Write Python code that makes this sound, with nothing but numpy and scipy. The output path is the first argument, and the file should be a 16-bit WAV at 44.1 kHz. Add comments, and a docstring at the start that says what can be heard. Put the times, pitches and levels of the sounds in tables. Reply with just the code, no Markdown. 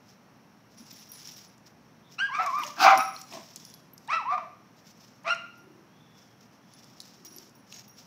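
"""Dogs wrestle in a fenced dirt yard, over a low outdoor hum. First paws scuff and thud, grit ticks
and collar tags jingle. From 2.2 s a small dog's vocal folds yelp in rising and falling arcs, rasping
as the mouth widens. At 2.8 s one harsh bark breaks out over a growl of loose throat tissue; a gruff
huff follows at 3.3 s. Yelps return at 4.1 and 5.2 s, echoed by the fences. Faint moans and whimpers
come last, as the scuffing and jingling go on."""
import sys
import numpy as np
from scipy import signal
from scipy.fft import rfft, irfft, next_fast_len
from scipy.io import wavfile
from scipy.ndimage import map_coordinates

SR = 44100
rng = np.random.default_rng(int(sys.argv[2]) if len(sys.argv) > 2 else 0)


def master(y):
    """Save y as 16-bit WAV."""
    cut = np.clip(np.atleast_2d(y).T, -1, 1)
    pcm = np.round(cut * 32767)  # scale
    wavfile.write(sys.argv[1], SR, pcm.astype(np.int16))


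N = 355446

# Spectra: (frequency [Hz], level [dB])
HUM_SPECTRUM = [(15, -93), (25, -57), (64, -13.5), (91, -12.5), (110, 0), (228, 2), (371, -8.5),
                (1010, -10), (2810, -20.5), (3490, -26), (4450, -25), (5670, -41.5), (8270, -38),
                (13400, -33), (15800, -38)]
HISS_SPECTRUM = [(1500, -59.5), (3500, -15.5), (4700, -8.5), (5600, 7), (6300, -2.5), (7500, -16),
                 (12000, -50)]
DIRT_SPECTRUM = [(530, -44), (900, -12), (1010, -15), (1160, -14.5), (1740, -11), (2620, -9), (4540, -6.5),
                 (5440, 3.5), (9100, -24), (14900, -14), (15800, -23)]
GROWL_SPECTRUM = [(40, -32.5), (120, -11.5), (230, 5), (330, 12), (500, -17), (900, -31), (3000, -75)]
HUFF_SPECTRUM = [(71, -44), (120, -13), (339, -4), (484, -21.5), (647, 0.5), (780, -10.5), (1100, -7.5),
                 (1300, -23.5), (2240, -16.5), (2480, -19.5), (7000, -26), (9100, -32), (15400, -120)]
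MOAN_SPECTRUM = [(200, -48), (320, 4), (380, 3.5), (440, -21), (600, -38), (1500, -49)]
BARK_RASP_SPECTRUM = [(120, -68.5), (520, -24), (700, 1.5), (800, 0.5), (930, -3.5), (1170, 1.5),
                      (1450, -1.5), (1850, -16.5), (2400, -6), (3200, -22), (5300, -28), (6400, -28.5),
                      (7800, -52.5), (15000, -58)]
YELP_RASP_SPECTRUM = [(100, -72.5), (480, -30), (680, -3), (900, -7), (1200, 6), (1400, -3.5), (1750, -7),
                      (2300, 0.5), (2650, -20), (3000, -25), (4000, -17.5), (4500, -22), (5500, -22),
                      (9000, -46.5)]
MOUTH_SPECTRUM = [(400, -0.5), (1300, -1.5), (1850, -2.5), (2450, -6.5), (2850, -2.5), (3400, -20.5),
                  (4050, -12), (4450, -19.5), (4800, -20.5), (5600, -11.5), (6400, -31), (7300, -36),
                  (8400, -25.5), (9600, -50)]
EARTH_SPECTRUM = [(30, -35), (90, -14.5), (160, -8), (250, 3), (500, -30), (3000, -41)]
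TEETH_SPECTRUM = [(500, -60), (2000, -22), (3500, -5), (5100, 1), (6300, -7.5), (7800, -24),
                  (15000, -19.5)]
# Grit spectrum: (frequency / pitch [ratio], level [dB])
TICK_SHAPE = [(.1, -50), (.72, -18), (.85, -2), (1.1, 0), (1.5, -16), (2.1, -15), (2.6, -26)]
# Yard decay: (frequency [Hz], t60 [s])
YARD_DECAY = [(150, 0.71), (700, 0.46), (1400, 0.54), (3000, 0.57), (6000, 0.46), (14000, .33)]
# Paw landings: (time [s], level [dB])
PAW_THUDS = [(0.795, -44.5), (0.925, -51), (1.265, -58), (3.56, -58.5)]
# Paw slides: (peak time [s], length [s], relative level [dB])
PAW_SLIDES = [(0.093, 0.11, -58.5), (0.721, .07, -60), (.79, .14, -55), (0.944, 0.39, -49.5),
              (1.154, .1, -49.5), (1.266, 0.46, -47), (1.675, 0.078, -58), (2.128, .11, -55),
              (2.47, 0.44, -48.5), (2.658, 0.23, -43), (2.86, 0.31, -40), (2.999, .2, -45),
              (3.161, .22, -51), (3.368, 0.43, -50), (3.58, 0.53, -54), (4.038, 0.14, -62.5),
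              (4.779, .07, -56.5), (4.877, .14, -56), (5.019, 0.39, -58.5), (5.567, 0.085, -64),
              (6.205, 0.3, -61), (6.428, 0.11, -59.5), (6.539, .1, -64.5), (6.8, 0.49, -57.5),
              (7.071, 0.43, -56), (7.262, .07, -52), (7.369, 0.3, -54), (7.749, .22, -46.5),
              (8.001, .15, -52)]
# Claw and grit impacts: (time [s], relative level [dB], pitch [Hz])
GRIT_TICKS = [(1.274, -28, 5140), (1.58, -47, 5700), (1.669, -44, 5140), (2.462, -25.5, 5600),
              (2.635, -19, 2873), (2.976, -18.5, 5500), (3.215, -27, 5655), (3.326, -29.5, 3046),
              (3.336, -33.5, 5350), (3.56, -23, 5890), (3.567, -36, 4850), (3.651, -33.5, 5520),
              (3.7, -37.5, 5903), (3.739, -32, 5050), (3.979, -34.5, 5700), (4.076, -34.5, 4370),
              (5.235, -45.5, 5490), (5.347, -37.5, 5700), (6.737, -39.5, 5390), (6.794, -45, 5690),
              (6.843, -39.5, 5320), (7.003, -25, 4770), (7.012, -37.5, 5410), (7.018, -35, 5450),
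              (7.249, -35, 5500), (7.362, -41, 5640), (7.384, -30, 5560), (7.494, -42.5, 5700),
              (7.725, -29, 3166)]
# Tag collisions: (time [s], relative level [dB])
TAG_HITS = [(0.777, -48), (0.926, -46.5), (0.989, -51), (1.089, -45), (1.118, -40.5), (1.313, -45),
            (1.367, -43), (2.587, -43.5), (2.974, -25.5), (3.012, -38), (3.078, -45), (3.136, -42),
            (3.188, -43.5), (3.65, -46.5), (5.576, -56), (7.25, -42), (7.322, -46), (7.552, -52.5),
            (7.879, -45.5)]
# Tag modes: (frequency [Hz], relative level [dB], t60 [s])
TAG_MODES = [(5690, 4.5, 0.36), (6573, -15.5, .2), (10000, -4.5, 0.45), (13230, 1, .16), (14770, -2, .16)]
# Buckle impacts: (time [s], relative level [dB], frequency [Hz], t60 [s])
BUCKLE_HITS = [(1.118, -33, 13200, 0.059), (1.479, -47, 10400, 0.074), (2.666, -23.5, 6480, 0.035),
               (3.164, -25.5, 4180, 0.028), (3.739, -34, 11500, 0.044), (3.935, -34.5, 12970, 0.037),
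               (6.736, -40, 10170, 0.06), (7.363, -36.5, 11790, 0.073), (7.725, -33, 6540, 0.28)]
# Gruff breaths: (peak time [s], rise [s], fall [s], level [dB])
MOAN_SWELLS = [(5.72, .16, 0.27, -57.5), (7.32, .2, 0.24, -60)]
GROWL_SWELLS = [(2.63, 0.13, 0.2, -58), (2.83, .06, 0.12, -40), (2.98, .04, 0.034, -41)]
HUFF_SWELLS = [(3.345, .04, .11, -43)]
# Whimpers, and breaks into a lower fold oscillation:
# (peak time [s], rise [s], fall [s], pitch [Hz], level [dB], overtone drive [dB], rasp [dB re tone])
WHIMPER_NOTES = [(2.065, .05, .07, 3580, -69, 0, -10), (3.66, 0.17, 0.26, 3450, -68.5, -5, -16.5),
                 (6.05, .2, 0.4, 3480, -68.5, -1, -14), (6.77, 0.3, 0.31, 3456, -74, -10, -13.5)]
BREAK_NOTES = [(2.402, .022, .085, 754, -32, -12, -2.5), (2.665, .032, 0.058, 600, -47.5, -7.5, -2),
               (4.142, .027, 0.032, 660, -29, 18.5, -23), (4.342, .035, 0.036, 742, -29.5, -28.5, -16.5),
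               (4.395, .022, .09, 670, -46, -6.5, -10), (5.284, .04, 0.027, 675, -34, -4.5, -2),
               (5.328, 0.028, 0.022, 695, -36.5, 19, -23)]
# Bark contour: (time [s], pitch [Hz], level [dB], overtone drive [dB], rasp [dB re tone])
BARK_CONTOUR = [(2.765, 631.7, -56.5, 5.5, 6.5), (2.809, 741, -35, -2, 9), (2.827, 761.5, -23, -3, 2.5),
                (2.868, 786.8, -14.5, -9, 1.5), (2.908, 782.4, -22, -5, 4.5), (2.935, 777, -16, -16, -3),
                (2.957, 753.4, -26, -19, -2.5), (3.018, 774.4, -31.5, -6, -5.5),
                (3.04, 797, -36.5, -7, -12)]
# Yelps: (start [s], rise [s], fall [s], start pitch [Hz], top pitch [Hz], end pitch [Hz],
# rise bend [1 = straight], loudest at [0-1], level [dB], swell [dB], mouth widest at [0-1],
# overtone drive there [dB], rasp there [dB re tone])
YELP_ARCS = [(2.18, 0.078, 0.023, 1206, 1626, 1610, 2.78, .42, -23.5, 13.5, 0.073, 12, -9.5),
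             (2.28, 0.0045, 0.029, 1130, 1122, 886, 1.5, .4, -41, 5, 0.74, -4, -14),
             (2.305, 0.083, 0.013, 936, 1229, 1230, 2, .55, -31, 8.2, 0.55, 6, -7.5),
             (2.382, 0.042, 0.032, 1224, 1333, 1240, 1.8, 0.16, -25.5, 17, 0.95, 3.5, -2),
             (2.454, 0.0041, .068, 1160, 1168, 985, 1, .3, -28.5, 10, 0.055, -2, -8),
             (2.52, 0.077, 0.047, 998, 1247, 912, 1.5, 0.2, -27, 10, .68, 0, -10),
             (2.886, .005, 0.041, 1264, 1282, 916, 1, .4, -21, 15, 0.55, -8.5, -10.5),
             (2.975, 0.071, 0.017, 1130, 1309, 1320, 2.4, 0.38, -26, 19, 0.29, -0.5, -5.5),
             (4.078, .085, 0.073, 724, 1349, 778, 2.3, 0.29, -26.5, 16.6, .3, 5, -8),
             (4.246, 0.11, .02, 801, 1207, 1186, 2.2, .53, -26.5, 14.3, .68, -7.5, -10),
             (4.372, .004, 0.0192, 1204, 1211, 828, 1, 0.28, -33, 9, .4, -6, -6),
             (5.238, 0.09, .02, 825.5, 1405, 1360, 2.08, 0.83, -22.5, 29.8, .4, 10, -3.5)]

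TOP_HZ = 15700


def amp(db):
    """Decibels to gain."""
    return 10 ** (np.asarray(db) / 20)


def along(points, hz):
    """(Hz, value) points read on a log axis."""
    f, v = np.transpose(points)
    return np.interp(np.log(hz + 1), np.log(f + 1), v)


def curves(rows):
    """Start time, then each column per sample."""
    s, *cols = np.transpose(rows)
    t = np.arange(s[0], s[-1], 1 / SR)
    return [s[0]] + [np.interp(t, s, c) for c in cols]


def add(track, s, sound):
    """Mix a sound in at time s."""
    part = track[max(round(s * SR), 0):][:len(sound)]
    part += sound[:len(part)]


def wobble(rate_hz, n):
    """Smooth random curve, knots at rate_hz."""
    knots = rng.standard_normal(int(n * rate_hz / SR) + 4)
    return map_coordinates(knots, [np.arange(n) * rate_hz / SR])


def phase_rad(hz):
    """Running phase of a frequency curve."""
    return 2 * np.pi * np.cumsum(hz) / SR


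def filtered(x, response):
    """Apply a frequency response."""
    m = next_fast_len(len(x) + 8192)
    return irfft(rfft(x, m) * response(np.fft.rfftfreq(m, 1 / SR)), m)[:len(x)]


def coloured(x, spectrum):
    """Shape by a spectrum; rms 1."""
    y = filtered(x, lambda hz: amp(along(spectrum, hz)))
    return y / np.sqrt(np.mean(y ** 2) + 1e-20)


def swell(peak_s, rise_s, fall_s, db, fade_db=21.5):
    """One rounded push: (time [s], distance from peak [0-1], level [dB])."""
    x = np.linspace(-1, 1, 41)
    return peak_s + x * np.where(x < 0, rise_s, fall_s), np.abs(x), db - fade_db * x ** 2


def outdoors(hum_db=-57.5, hiss_db=-73):
    """Distant town hum and thin steady hiss."""
    hum = coloured(rng.standard_normal(N), HUM_SPECTRUM) * amp(hum_db + 0.14 * wobble(8.9, N))
    return hum + amp(hiss_db) * coloured(rng.standard_normal(N), HISS_SPECTRUM)


def yard(x, build_s=0.018):
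    """Fences and walls scatter a tail that builds, then dies faster in the treble."""
    hz, t, noise = signal.stft(rng.standard_normal(SR), SR, nperseg=256)
    decay = amp(-60 * t / along(YARD_DECAY, hz)[:, None])
    tail = signal.istft(noise * decay * (1 - np.exp(-t / build_s)), SR, nperseg=256)[1]
    return signal.fftconvolve(x, tail / np.linalg.norm(tail))[:N]


def walls(x, total_db=-13, count=7):
    """Direct sound plus weak echoes off the house wall and near fence."""
    out = x.copy()
    for delay_s, sign in zip(rng.uniform(.008, .06, count), rng.choice([-1, 1], count)):
        add(out, delay_s, sign * amp(total_db) / np.sqrt(count) * x)
    return out


def footfalls(t60_s=0.19, attack_s=0.0036):
    """Soft pads on packed earth: one dull push each."""
    out, t = np.zeros(N), np.arange(SR // 5) / SR
    for s, db in PAW_THUDS:
        envelope = amp(db - 60 * t / t60_s) * (1 - np.exp(-t / attack_s))
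        add(out, s, envelope * coloured(rng.standard_normal(len(t)), EARTH_SPECTRUM))
    return out


def scuffs(grain_db=2.5, clump_db=2.5, catch_db=0.6, gain_db=-2.5, dig_share=.38):
    """Sliding paws catch and slip, crushing dirt into a clumped spray of grains."""
    power = amp(-78 + 3 * wobble(7.7, N)) ** 2  # light steps between slides
    for peak_s, length_s, db in PAW_SLIDES:
        t, _, level_db = swell(peak_s, dig_share * length_s, (1 - dig_share) * length_s, db)
        s, slide_db = curves(np.transpose([t, level_db]))
        add(power, s, amp(slide_db) ** 2)
    grains = rng.standard_normal(N)
    grains *= amp(grain_db * wobble(1500, N) + clump_db * wobble(90, N) + catch_db * wobble(28, N))
    return amp(gain_db) * np.sqrt(power) * coloured(grains, DIRT_SPECTRUM)


def grit(t60_s=0.017, gain_db=-8):
    """Claws and grit tick: short bursts around the pitch of the thing hit."""
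    out, t = np.zeros(N), np.arange(SR // 20) / SR
    for s, db, hz in GRIT_TICKS:
        spectrum = [(hz * ratio, level_db) for ratio, level_db in TICK_SHAPE]
        burst = coloured(rng.standard_normal(len(t)), spectrum)
        add(out, s, amp(db + gain_db - 60 * t / t60_s) * burst)
    return out


def ring(hz, t60_s, chatter=0.014):
    """One struck mode of loose metal chattering against its neighbours."""
    t = np.arange(SR // 3) / SR
    pitch_hz = hz * (1 + chatter * wobble(417.6, len(t)))
    contact = np.clip(1 + wobble(110, len(t)), 0, 2)  # neighbours mute it on and off
    return contact * amp(-60 * t / t60_s) * np.sin(phase_rad(pitch_hz))


def collars(tag_db=-14, buckle_db=-5, click_db=-13, pair_ratio=1.022):
    """Tags click and ring anew at each touch; buckles chink on two close modes."""
    out, t = np.zeros(N), np.arange(SR // 3) / SR
    for s, db in TAG_HITS:
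        modes = sum(amp(mode_db + rng.normal(0, 3)) * ring(hz * rng.normal(1, 0.004935), t60_s)
                    for hz, mode_db, t60_s in TAG_MODES)
        click = coloured(rng.standard_normal(len(t)), DIRT_SPECTRUM) * amp(-60 * t / .025)
        add(out, s, amp(db + tag_db) * modes + amp(db + click_db) * click)
    for s, db, hz, t60_s in BUCKLE_HITS:
        pair = ring(hz, t60_s) + .5 * ring(hz * pair_ratio, t60_s / 2)
        add(out, s, amp(db + buckle_db) * pair / 2)
    return out


def growl(swells, spectrum, flutter_hz, depth_db):
    """Loose throat tissue chops the air into uneven puffs."""
    out = np.zeros(N)
    for row in swells:
        t, _, level_db = swell(*row)
        s, db = curves(np.transpose([t, level_db]))
        n = len(db)
        phase = phase_rad(flutter_hz * (1 + .2 * wobble(49.1, n)))
        puffs = rng.standard_normal(n) * amp(depth_db * np.cos(phase))
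        add(out, s, amp(db) * coloured(puffs, spectrum))
    return out


def snarl(peak_s=2.836, width_s=.022, db=-26):
    """Air hisses past bared teeth as the bark opens."""
    envelope = np.exp(-.5 * ((np.arange(N) / SR - peak_s) / width_s) ** 2)
    return amp(db) * envelope * coloured(rng.standard_normal(N), TEETH_SPECTRUM)


def note(peak_s, rise_s, fall_s, hz, db, overtone_db, rasp_db, sag):
    """Contour of a swelling note; pitch sags as effort drops."""
    t, off_peak, level_db = swell(peak_s, rise_s, fall_s, db)
    pitch_hz = hz * (1 - sag * off_peak ** 2)
    return np.transpose(np.broadcast_arrays(t, pitch_hz, level_db, overtone_db, rasp_db))


def yelp(s, rise_s, fall_s, start_hz, top_hz, end_hz, bend, loudest, db, swell_db, widest,
         overtone_db, rasp_db, onset_s=.006, stop_s=.0063, gape_db=15, strain_db=19.5, gape_share=.21):
    """Yelp contour: pitch shoots up and rolls off; bright and hoarse while the mouth is wide."""
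    length_s = rise_s + fall_s
    t = np.linspace(0, length_s, 200)
    up, down = np.clip(t / rise_s, 0, 1), np.clip((t - rise_s) / fall_s, 0, 1)
    pitch_hz = top_hz - (top_hz - start_hz) * (1 - up) ** bend
    pitch_hz -= (top_hz - end_hz) * np.sin(np.pi / 2 * down) ** 2
    share = t / length_s
    off_peak = np.maximum((loudest - share) / loudest, (share - loudest) / (1 - loudest))
    gate = np.tanh((t / onset_s) ** 2) * np.tanh((length_s - t) / stop_s)  # folds start and stop
    level_db = db - swell_db * off_peak ** 2 + 20 * np.log10(np.maximum(gate, 1e-3))
    closed = 1 - np.exp(-.5 * ((share - widest) / gape_share) ** 2)
    return np.transpose([t + s, pitch_hz, level_db,
                         overtone_db - gape_db * closed, rasp_db - strain_db * closed])


def voice(contours, rasp_spectrum, jitter, shimmer, tilt_db_oct, flutter,
          jaw=.009, waver=.008, flutter_hz=310, low_cut_hz=380):
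    """Vocal folds sound through the mouth; when rough, pitch and level scatter and the throat rasps."""
    out = np.zeros(N)
    for contour in contours:
        s, pitch_hz, db, overtone_db, rasp_db = curves(contour)
        n = len(pitch_hz)
        rough = np.minimum(amp(rasp_db), .5)
        pitch_hz *= 1 + jitter * (0.0996 + rough) * wobble(450, n) + waver * wobble(89.96, n)
        flap = np.sin(phase_rad(flutter_hz * (1 + .2 * wobble(50, n))))  # slower fold motion: sidebands
        phase = phase_rad(pitch_hz) + flutter * rough * flap
        tone = np.sin(phase)
        for k in range(2, 10):
            gain = amp(along(MOUTH_SPECTRUM, k * pitch_hz) + overtone_db + tilt_db_oct * np.log2(k))
            tone += gain * (k * pitch_hz < TOP_HZ) * np.sin(k * phase)
        tone /= np.sqrt((1 + amp(overtone_db) ** 2 / 2) / 2)  # overtones drain the fundamental
        tone *= amp(shimmer * rough * wobble(260, n))
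        stretch = np.cumsum(1 + jaw * (overtone_db + 7))  # a wider mouth lifts the throat resonances
        rasp = map_coordinates(coloured(rng.standard_normal(2 * n), rasp_spectrum), [stretch])
        add(out, s, amp(db) * (tone + amp(rasp_db) * rasp))
    # a small mouth radiates no bass
    return filtered(out, lambda hz: (1 - np.exp(-(hz / low_cut_hz) ** 2)) ** 2)


def scene():
    """Voices, paws and collars in the yard; mono."""
    cries = voice([yelp(*row) for row in YELP_ARCS], YELP_RASP_SPECTRUM,
                  jitter=.046, shimmer=9, tilt_db_oct=-4.5, flutter=.38)
    cries += voice([note(*row, sag=.15) for row in BREAK_NOTES], YELP_RASP_SPECTRUM,
                   jitter=.036, shimmer=6.5, tilt_db_oct=-3.5, flutter=.38)
    cries += voice([note(*row, sag=.12) for row in WHIMPER_NOTES], YELP_RASP_SPECTRUM,
                   jitter=.07, shimmer=19, tilt_db_oct=-2, flutter=1.8)
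    bark = voice([BARK_CONTOUR], BARK_RASP_SPECTRUM,
                 jitter=.02, shimmer=3, tilt_db_oct=-6.5, flutter=.15, jaw=.013) + snarl()
    gruff = growl(GROWL_SWELLS, GROWL_SPECTRUM, flutter_hz=82.4, depth_db=2)
    gruff += growl(HUFF_SWELLS, HUFF_SPECTRUM, flutter_hz=66.8, depth_db=2)
    gruff += growl(MOAN_SWELLS, MOAN_SPECTRUM, flutter_hz=41.73, depth_db=4.5)
    clatter = collars() + grit()
    near = walls(cries) + bark + gruff + clatter + scuffs() + footfalls()
    tails = amp(-11) * yard(cries) + amp(-13.5) * yard(bark + gruff) + amp(-12) * yard(clatter)
    return (near + tails + outdoors())[None]


def record(dry):
    """Brick-wall low-pass at TOP_HZ."""
    return np.array([filtered(channel, lambda hz: hz < TOP_HZ) for channel in dry])


dry = scene()
out = record(dry)
master(out)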